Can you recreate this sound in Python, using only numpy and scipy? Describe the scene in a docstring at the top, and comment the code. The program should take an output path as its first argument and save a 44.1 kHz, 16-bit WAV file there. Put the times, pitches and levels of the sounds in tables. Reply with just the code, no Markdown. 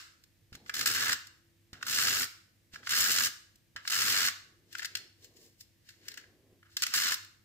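"""A quiet, fairly live room with faint hum and hiss; a stereo pair close above a craft table, left side nearer.
It opens on the fading room sound of a pull of a plastic tape runner; clicks and four pulls along paper strips,
the first hesitating, follow up to 4.3 s: tape tears off its spool in stick-slip bursts that rattle the casing
and rumble in the table. Then the runner is lifted and clicks higher in the hand while a sleeve drags, until 6.5 s;
more clicks and one more pull end the take. Filtered noise makes the sound; ringing modes, the landings."""
import sys
import numpy as np
from scipy import signal
from scipy.fft import rfft, irfft, next_fast_len
from scipy.io import wavfile
from scipy.ndimage import uniform_filter1d

SR = 44100
rng = np.random.default_rng(int(sys.argv[2]) if len(sys.argv) > 2 else 0)


def master_out(mix):
    """Clip the mix to full scale and print it as 16-bit PCM to the path in sys.argv[1]."""
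    frames = np.transpose(np.atleast_2d(mix))
    ceiling = np.clip(frames, -1, 1)
    pcm = np.round(ceiling * 32767).astype(np.int16)
    wavfile.write(sys.argv[1], SR, pcm)


N = 328104
RUN_IN = round(.3 * SR)   # samples made ahead of the start, then cut off
M = N + RUN_IN
T = (np.arange(M) - RUN_IN) / SR
SIZE = next_fast_len(M + 8192)
HZ = np.maximum(np.fft.rfftfreq(SIZE, 1 / SR), 1)

# Levels in the tables are settings ahead of later fluctuation, shell, room and recorder.
# Room air spectrum: [f/Hz, relative level/dB per Hz]
AIR_SPECTRUM = [(15, -42), (25, -10.5), (102, -1), (238, -10.5), (338, -9), (387, -23), (468, -15),
                (784, -25), (1390, -26.5), (1720, -19.5), (2320, -21.5), (5240, -24.5), (9770, -29.5),
                (14700, -26.5), (16400, -45)]
AIR_DB = -69
# Likeness of the air on left and right: [f/Hz, likeness 0..1]
AIR_LIKENESS = [(60, 0.68), (300, 0.63), (700, 0.13), (2000, 0.23)]
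# Wavering hum: [f/Hz, width/Hz, level/dB]
HUM = [(98.7, 9.1, -73), (338, 3.5, -80.5)]
# Room tail: [f/Hz, t60/s, level/dB]
ROOM_TAIL = [(199, 0.43, 1.5), (540, 0.59, 2.5), (1390, 0.5, 0), (3680, 0.47, 0), (6950, 0.46, -2),
             (13000, 0.36, -4)]
NEAR_DB, NEAR_T60_S, ROOM_DB = -17, .06, -17.5

# Sleeve dragging over the table top: [start t/s, length/s, level/dB]
SLEEVE_DRAGS = [(4.3, .55, -75), (4.9, .17, -68), (5.2, .3, -68), (5.98, .6, -69)]
# Sleeve friction spectrum: [f/Hz, relative level/dB per Hz]
SLEEVE_SPECTRUM = [(88, -71), (150, -7), (226, -0.5), (372, 4.5), (707, -9), (886, -19), (1100, -14),
                   (1430, -32), (2420, -120)]
SLEEVE_EDGE_S = .08

# Runner landing on the table, its weight stirring the top: [t/s, push level/dB, rumble level/dB]
LANDINGS = [(0.523, -42.5, -64), (0.549, -43, -64), (1.73, -39.5, -59), (2.737, -47, -58),
            (3.756, -48, -70), (4.957, -59, -70), (6.53, -60, -80), (6.817, -52.5, -65)]
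# Table-top modes: [f/Hz, relative level/dB, t60/s]
TABLE_MODES = [(70.1, -3.5, 0.11), (100.3, -0.5, 0.16), (153, -3, 0.096), (208, -2, 0.073), (268, -5, 0.08),
               (339, -7.5, 0.054), (478, -14.5, .05), (678, -12.5, .04)]
# Table rumble spectrum: [f/Hz, relative level/dB per Hz]
RUMBLE_SPECTRUM = [(18, -47.5), (30, -27), (102, -0.5), (178, -8), (257, -1), (310, -9.5), (411, -5.5),
                   (555, -12), (900, -14.5), (1170, -32), (1980, -120)]
RUMBLE_LAG_S, SETTLE_DB_PER_S = .04, 70   # slow take-up of the tearing; fade after a landing

# Tearing spectrum: [f/Hz, relative level/dB per Hz]
TEAR_SPECTRUM = [(410, -41.5), (700, -20), (851, -24.5), (1130, -10), (1310, -2.5), (1470, -2), (2530, -6),
                 (3000, -5), (3330, -5.5), (5240, -1.5), (5740, -4.5), (7440, -5.5), (9400, -17.5),
                 (13500, -7.5), (15600, -13)]
# Casing resonances: [f/Hz, width/Hz, lift/dB; negative lifts count as 0]
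CASING_RESONANCES = [(1300, 150, 2.5), (1484, 92, 1.5), (1680, 170, 5), (1994, 130, 2.5), (2735, 170, 4),
                     (2980, 150, 4.5), (3750, 300, 1.5), (4320, 110, 5), (5190, 100, 5), (6770, 200, -12)]
SPREAD = 0.48   # power share of the crackle each side hears alone: the shell radiates from many spots

# Soft handling between pulls: [loudest t/s, level/dB, swell/s, fade/s, brightness/dB per octave]
RUSTLES = [(.545, -55, .02, .03, 0), (.685, -58, .04, .06, 1), (1.74, -56, .01, .1, -6),
           (1.855, -51, .04, .05, 1), (2.738, -49, .015, .06, -1), (2.872, -45, .035, .06, 0),
           (3.77, -50, .01, .05, -8), (3.89, -42, .04, .02, 1), (4.73, -55, .02, .05, 0),
           (4.8, -51, .08, .03, 1), (4.858, -51, .06, .015, 2), (4.97, -52, .03, .07, 0),
           (5.245, -63, .07, .07, 4), (5.37, -66, .015, .05, 7), (5.455, -70, .13, .1, 9),
           (5.612, -64, .03, .03, 9), (5.9, -60, .07, .1, 0), (6.078, -58, .08, .02, -1),
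           (6.1, -55, .02, .1, -2), (6.18, -54, .01, .06, -3), (6.66, -72, .03, .1, -9),
           (6.722, -64, .03, .05, 1), (6.8, -49, .03, .06, 2), (6.89, -48, .05, .08, 3),
           (6.935, -42, .03, .02, -3)]
# Single slips and casing clicks: [t/s, level/dB, brightness/dB per octave]
SLIPS = [(.237, -55, 5), (.527, -43, -3.5), (.5506, -38, -.5), (.6605, -46, -6.5), (.6945, -26, -6.5),
         (.7405, -27, 2), (.765, -30, 0), (.791, -26, 2), (.81, -21, -1), (.828, -29, 0), (.8586, -24, 0),
         (.875, -24, 0), (1.024, -26, -4), (1.057, -25, -3), (1.091, -24, -5), (1.1193, -21, -2),
         (1.1278, -19, 0), (1.269, -49, 8), (1.73, -40, -1), (1.8108, -49, -8), (1.826, -27, -5.5),
         (2.0144, -27, 3), (2.083, -27, -2), (2.7407, -46, -5), (2.7565, -38, -8), (2.83, -50, -9),
         (2.8702, -32, -6.5), (3.205, -20.5, -3.5), (3.2477, -25, 4), (3.556, -60, 8), (3.761, -31, -6.5),
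         (3.85, -43, -9), (3.875, -22, -.5), (3.922, -21, -2), (4.7267, -46, 4), (4.7497, -32, -6),
         (4.782, -35, 1), (4.793, -34, -6), (4.82, -33, -5), (4.828, -31, -4), (4.8463, -28, -2),
         (4.854, -33, 2), (4.9515, -24, -1), (4.969, -34, 1), (5.243, -52, 5), (5.607, -56, 9),
         (5.8887, -44, 0), (6.082, -31, 1.5), (6.116, -45, 1), (6.14, -43, 0), (6.1732, -34, -1.5),
         (6.237, -56, -8), (6.6274, -56, -10), (6.767, -23.5, 1), (6.774, -36, 1), (6.8205, -19.5, 1.5),
         (6.8289, -19, 1), (6.8345, -20, -1.5), (6.8648, -20.5, 0), (6.976, -22, -1), (7.0185, -19.5, 0),
         (7.0656, -24, -2), (7.1188, -26, 3), (7.1402, -28, 7), (7.246, -47, 3)]
# Side of the hand: [t/s, left minus right level/dB]
SIDE_OF_HAND = [(0, -2), (4.5, -1), (4.75, 3.5), (5, 3.5), (5.2, 1), (6, 1), (6.15, 4), (6.5, 0)]
SLIP_S, CRACK_DB = .005, 6   # time for a slip to fade 7.87 dB; crack over the slip level
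SLIP_MIDDLE_DB, RUSTLE_MIDDLE_DB = 2.5, 4   # lift of the middle range
MIDDLE_PER_BRIGHTNESS = .6   # dull slips and rustles lose their middle range too
LIFTED_S = (4.4, 6.5)   # off the table the shell loses its lowest ring and sounds higher
LOST_RING, GAINED_RING = (1200, 500, .6), (1950, 600, .5)   # (f/Hz, width/Hz, share)

# Pulls, the first hesitating one in two rows: [grip t/s, midway t/s (a moment between grip and let-go
# where the tearing level is set), let-go t/s, tearing level/dB at each of these three moments,
# slip rate at grip/per s, slip rate at full speed/per s, rumble over tearing/dB,
# brightness at let-go/dB per octave]
PULLS = [(-.3, -.2, -.09, -20.5, -20.5, -26, 60, 85, -26, 0),
         (.739, .816, .852, -37, -34, -41, 70, 90, -19, .5),
         (.858, .93, 1.135, -25.5, -30, -29, 70, 90, -24, -2.2),
         (1.866, 2.004, 2.243, -33, -26.5, -29.5, 50, 85, -23, 1),
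         (2.892, 2.986, 3.27, -31, -24.5, -28.5, 60, 90, -26, 1),
         (3.899, 3.95, 4.285, -30, -27.5, -26.5, 45, 100, -26, -.6),
         (6.938, 6.99, 7.138, -23.5, -30, -30, 80, 85, -28, -.5)]
SPEED_UP_S, RELEASE_DB_PER_S = .09, 900
GRIP_BRIGHTNESS_DB = .7   # per octave
SLIP_FADE_DB_PER_S = 420   # the dip between slips grows with their gap
UNEVEN_DB = 1.3   # spread of the slip rate

LEFT_LEAD_S = 5 / SR
TREBLE_EDGE_HZ, CUTOFF_HZ = 15600, 16500


def from_db(db):
    """Decibels to gain."""
    return 10 ** (np.asarray(db) / 20)


def rms_one(x):
    """Scaled to rms 1."""
    return x / np.sqrt(np.mean(x ** 2) + 1e-20)


def at_hz(points, hz):
    """A (Hz, value) table read on a log-frequency axis."""
    table_hz, values = np.transpose(points)
    return np.interp(np.log(np.maximum(hz, 1)), np.log(table_hz), values)


def causal(db_of_hz):
    """Minimum-phase frequency response with the given dB curve, scaled to unit power."""
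    cepstrum = irfft(np.log(from_db(db_of_hz(np.arange(4097) * SR / 8192))))
    # folding the cepstrum forward in time makes the phase minimal
    cepstrum[1:4096] *= 2
    cepstrum[4097:] = 0
    response = irfft(np.exp(rfft(cepstrum)))
    return rfft(response / np.linalg.norm(response), SIZE)


def colour(x, spectrum):
    """Shaped by a (Hz, dB) table."""
    return irfft(rfft(x, SIZE) * causal(lambda hz: at_hz(spectrum, hz)), SIZE)[..., :M]


def drift(rate_hz):
    """Slow random wander of rms 1: noise through two equal low-pass poles."""
    r = np.exp(-2 * np.pi * rate_hz / SR)
    wander = signal.lfilter([1], [1, -2 * r, r * r], rng.standard_normal(M + SR))
    return rms_one(wander[SR:])


def resonate(x, hz, width_hz):
    """Two-pole resonance, gain about 1 on top."""
    r = np.exp(-np.pi * width_hz / SR)
    poles = [1, -2 * r * np.cos(2 * np.pi * hz / SR), r * r]
    return signal.lfilter([(1 - r * r) / 2, 0, (r * r - 1) / 2], poles, x)


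def room_air():
    """Steady air and microphone hiss, most alike on both sides in the bass, with a wavering narrow-band hum."""
    mid, side = rng.standard_normal((2, M))
    alike = np.clip(at_hz(AIR_LIKENESS, np.fft.rfftfreq(M, 1 / SR)), 0, 1)
    mid = rfft(colour(mid, AIR_SPECTRUM)) * np.sqrt(1 + alike)
    side = rfft(colour(side, AIR_SPECTRUM)) * np.sqrt(1 - alike)
    air = from_db(AIR_DB) * irfft(np.array([mid + side, mid - side]), M) / np.sqrt(2)
    hum = 0
    for hz, width_hz, db in HUM:
        narrow = resonate(resonate(rng.standard_normal(M), hz, width_hz), hz, width_hz)
        hum = hum + from_db(db) * rms_one(narrow)
    return air + hum


def moving(x, responses, step):
    """The source wanders: overlapping pieces of it are dealt to different stereo responses in turn."""
    out, place, count = 0, np.arange(M) / step, len(responses)
    for k, response in enumerate(responses):
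        away = abs((place - k + count / 2) % count - count / 2)
        piece = x * np.cos(np.pi / 2 * np.minimum(away, 1))
        out = out + signal.oaconvolve(piece[None], response, axes=1)[:, :M]
    return out


def space(x):
    """Per side: quick reflections from table and hands, then the room's tail dying band by band."""
    age = np.arange(SR * 2 // 3) / SR
    near = rng.standard_normal((5, 2, SR // 12)) * from_db(-60 * age[:SR // 12] / NEAR_T60_S)
    tail, white = 0, rng.standard_normal((3, 2, len(age)))
    edges = 150 * 2 ** np.arange(0, 8.)   # octave bands
    hz, t60, db = np.transpose(ROOM_TAIL)
    for low, high in zip(edges, edges[1:]):
        band = signal.sosfilt(signal.butter(2, [low, high], "band", fs=SR, output="sos"), white)
        white = white[..., ::-1]   # neighbouring bands get unrelated noise
        centre = np.log(low * high) / 2
        t60_s = np.interp(centre, np.log(hz), t60)
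        band_db = np.interp(centre, np.log(hz), db)
        tail = tail + band * from_db(band_db - 60 * age / t60_s)
    tail = tail * (1 - np.exp(-age / 0.0033))
    close = from_db(NEAR_DB) * moving(x, near / np.linalg.norm(near[0, 0]), step=900)
    return close + from_db(ROOM_DB) * moving(x, tail / np.linalg.norm(tail[0, 0]), step=1500)


def sleeve():
    """Dull, smooth friction of cloth on the table: coloured noise with soft edges."""
    level = 0
    for start, length, db in SLEEVE_DRAGS:
        inside = np.minimum(T - start, start + length - T)
        level = level + from_db(db) * np.clip(inside / SLEEVE_EDGE_S + .5, 0, 1)
    return colour(level * rng.standard_normal(M), SLEEVE_SPECTRUM)


def landings():
    """A soft push of the runner sets the table modes ringing, each a decaying sine."""
    times, push_db, _ = np.transpose(LANDINGS)
    at = [round(t * SR) + RUN_IN for t in times]
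    out = 0
    for hz, db, t60 in TABLE_MODES:
        push = np.full(M, 1e-18)
        push[at] = from_db(push_db + db - 9.0 + rng.normal(0, 2, len(at)))
        r, w = from_db(-60 / (t60 * SR)), 2 * np.pi * hz / SR
        out = out + signal.lfilter([0, np.sin(w)], [1, -2 * r * np.cos(w), r * r], push)
    return out


def table_rumble(tear_db, table_db):
    """Low noise in the table top, which takes up the tearing slowly and is stirred by each landing."""
    push = from_db(tear_db + table_db)
    for t, _, weight_db in LANDINGS:
        push += from_db(weight_db - SETTLE_DB_PER_S * (T - t)) * (T > t)
    r = np.exp(-1 / (RUMBLE_LAG_S * SR))
    lagging = signal.lfilter([1 - r], [1, -r], push)
    slow = np.minimum(lagging, uniform_filter1d(push, size=1800))
    return colour(from_db(1.86 * drift(25)) * slow * rng.standard_normal(M), RUMBLE_SPECTRUM)


def grains(spread_db):
    """Dense crackle of glue threads snapping, with uneven sizes; two sides."""
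    sizes = from_db(spread_db * np.minimum(rng.exponential(1, (3, M)), 5))
    both, left, right = rng.standard_normal((3, M)) * sizes
    return rms_one(np.sqrt(1 - SPREAD) * both + np.sqrt(SPREAD) * np.array([left, right]))


def shell_db(hz):
    """Tearing spectrum lifted by the casing resonances."""
    lifts = (max(lift, 0) / (1 + (2 * (hz - f) / width) ** 2) for f, width, lift in CASING_RESONANCES)
    return at_hz(TEAR_SPECTRUM, hz) + sum(lifts)


def casing(force, tilt_db, middle_db):
    """Force heard through the shell; brightness and middle lift weigh its low, middle and high range."""
    shell = causal(shell_db)
    place, out = np.clip(np.log2(HZ / 4000) / 1.5, -1, 1), 0   # ranges 1.5 octaves apart
    for centre in (-1, 0, 1):
        gain = from_db(tilt_db * 1.5 * centre + middle_db * (centre == 0))
        out = out + rfft(force * gain, SIZE) * np.maximum(1 - abs(place - centre), 0)
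    return irfft(out * shell, SIZE)[..., :M]


def handling():
    """Slips, each a crack and a short burst of crackle, over rustling fingers; also gives the side of the hand."""
    level, tilt, crack = np.zeros((3, M))
    for t, db, swell, fade, tilt_db in RUSTLES:
        # 20 dB up over the swell time, 20 dB down over the fade time
        rustle = from_db(db - 20 * np.maximum((t - T) / swell, (T - t) / fade))
        tilt[rustle > level] = tilt_db
        level = level + rustle
    middle = RUSTLE_MIDDLE_DB + MIDDLE_PER_BRIGHTNESS * tilt
    level = level * from_db(1.6 * drift(60))
    lifts = SLIP_MIDDLE_DB + 1.5 * rng.standard_normal((len(SLIPS), 1))
    for (t, db, tilt_db), lift in zip(SLIPS, lifts):
        i = round(t * SR) + RUN_IN
        age = np.arange(min(M - i, SR // 8)) / SR
        slip = from_db(db - 7.87 * (age / SLIP_S) ** 2) * (1 - np.exp(-age / .0025))
        louder = i + np.flatnonzero(slip > level[i:i + len(age)])
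        tilt[louder], middle[louder] = tilt_db, lift + MIDDLE_PER_BRIGHTNESS * tilt_db
        level[i:i + len(age)] += slip
        crack[i + 40] = from_db(db + CRACK_DB)
    clicks = casing(level * grains(1.8) + crack, tilt, middle)
    lost, gained = (share * resonate(clicks, hz, width) for hz, width, share in (LOST_RING, GAINED_RING))
    lifted = (T > LIFTED_S[0]) * (T < LIFTED_S[1])
    return clicks + (gained - lost) * lifted, np.interp(T, *np.transpose(SIDE_OF_HAND))


def pull_motion():
    """Course of each pull: tearing level, dip depth, slip count, rumble level and brightness as the hand speeds up."""
    tear_db = np.full(M, -200.)
    depth_db, turns, table_db, tilt = np.zeros((4, M))
    wobble = from_db(UNEVEN_DB * drift(28.37))
    for k, (grip, midway, end, *levels, first_rate, top_rate, rumble_db, bright_db) in enumerate(PULLS):
        on = T >= grip
        held = np.interp(T[on], [grip, midway, end], levels)
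        tear_db[on] = held - RELEASE_DB_PER_S * np.maximum(T[on] - end, 0)
        rate = top_rate - (top_rate - first_rate) * np.exp(-(T[on] - grip) / SPEED_UP_S)
        # whole turns number the slips, apart for each row
        turns[on] = 100 * k + np.minimum(.2 + np.cumsum(rate * wobble[on]) / SR, 99)
        depth_db[on], table_db[on] = SLIP_FADE_DB_PER_S / rate, rumble_db
        tilt[on] = np.interp(T[on], [grip, end], [GRIP_BRIGHTNESS_DB, bright_db])
    return tear_db, depth_db, turns, table_db, tilt


def tearing(tear_db, depth_db, turns, tilt):
    """Tape sticks, builds up, lets go and dies away; each burst has its own strength and colour."""
    strength, bright, middle = rng.standard_normal((4000, 3))[turns.astype(int)].T
    dip_db = depth_db * (2 * (turns % 1) - .7) ** 2
    burst = from_db(1.1 * strength - dip_db + 1.4 * drift(350))
    burst = burst / np.sqrt(uniform_filter1d(burst ** 2, size=3000))   # evens out the running level
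    burst = uniform_filter1d(burst, size=60)
    brightness = tilt + .9 * bright + .5 * drift(8)
    middle_db = .9 * middle + .7 * drift(8) - 1.1
    return casing(from_db(tear_db) * burst * grains(2.82), brightness, middle_db)


def scene():
    """Runner close below the microphones, a little nearer the left one, which hears it earlier and louder."""
    tear_db, depth_db, turns, table_db, tilt = pull_motion()
    table = table_rumble(tear_db, table_db) + landings() + sleeve()
    clicks, pan_db = handling()
    tear = tearing(tear_db, depth_db, turns, tilt)
    left, right = tear + clicks * from_db([pan_db / 2, -pan_db / 2])
    late_right = np.interp(T - LEFT_LEAD_S, T, right)
    direct = np.array([left * from_db(0.2), late_right * from_db(-0.3)])
    return (direct + space(left + right + 0.61 * table) + table + room_air())[:, RUN_IN:]


def record(dry):
    """The highest treble drops to a faint shelf, then the top is cut steeply."""
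    shelf = signal.sosfilt(signal.ellip(8, .5, 36, TREBLE_EDGE_HZ, fs=SR, output="sos"), dry)
    return signal.sosfilt(signal.ellip(10, .5, 60, CUTOFF_HZ, fs=SR, output="sos"), shelf)


dry = scene()
out = record(dry)
master_out(out)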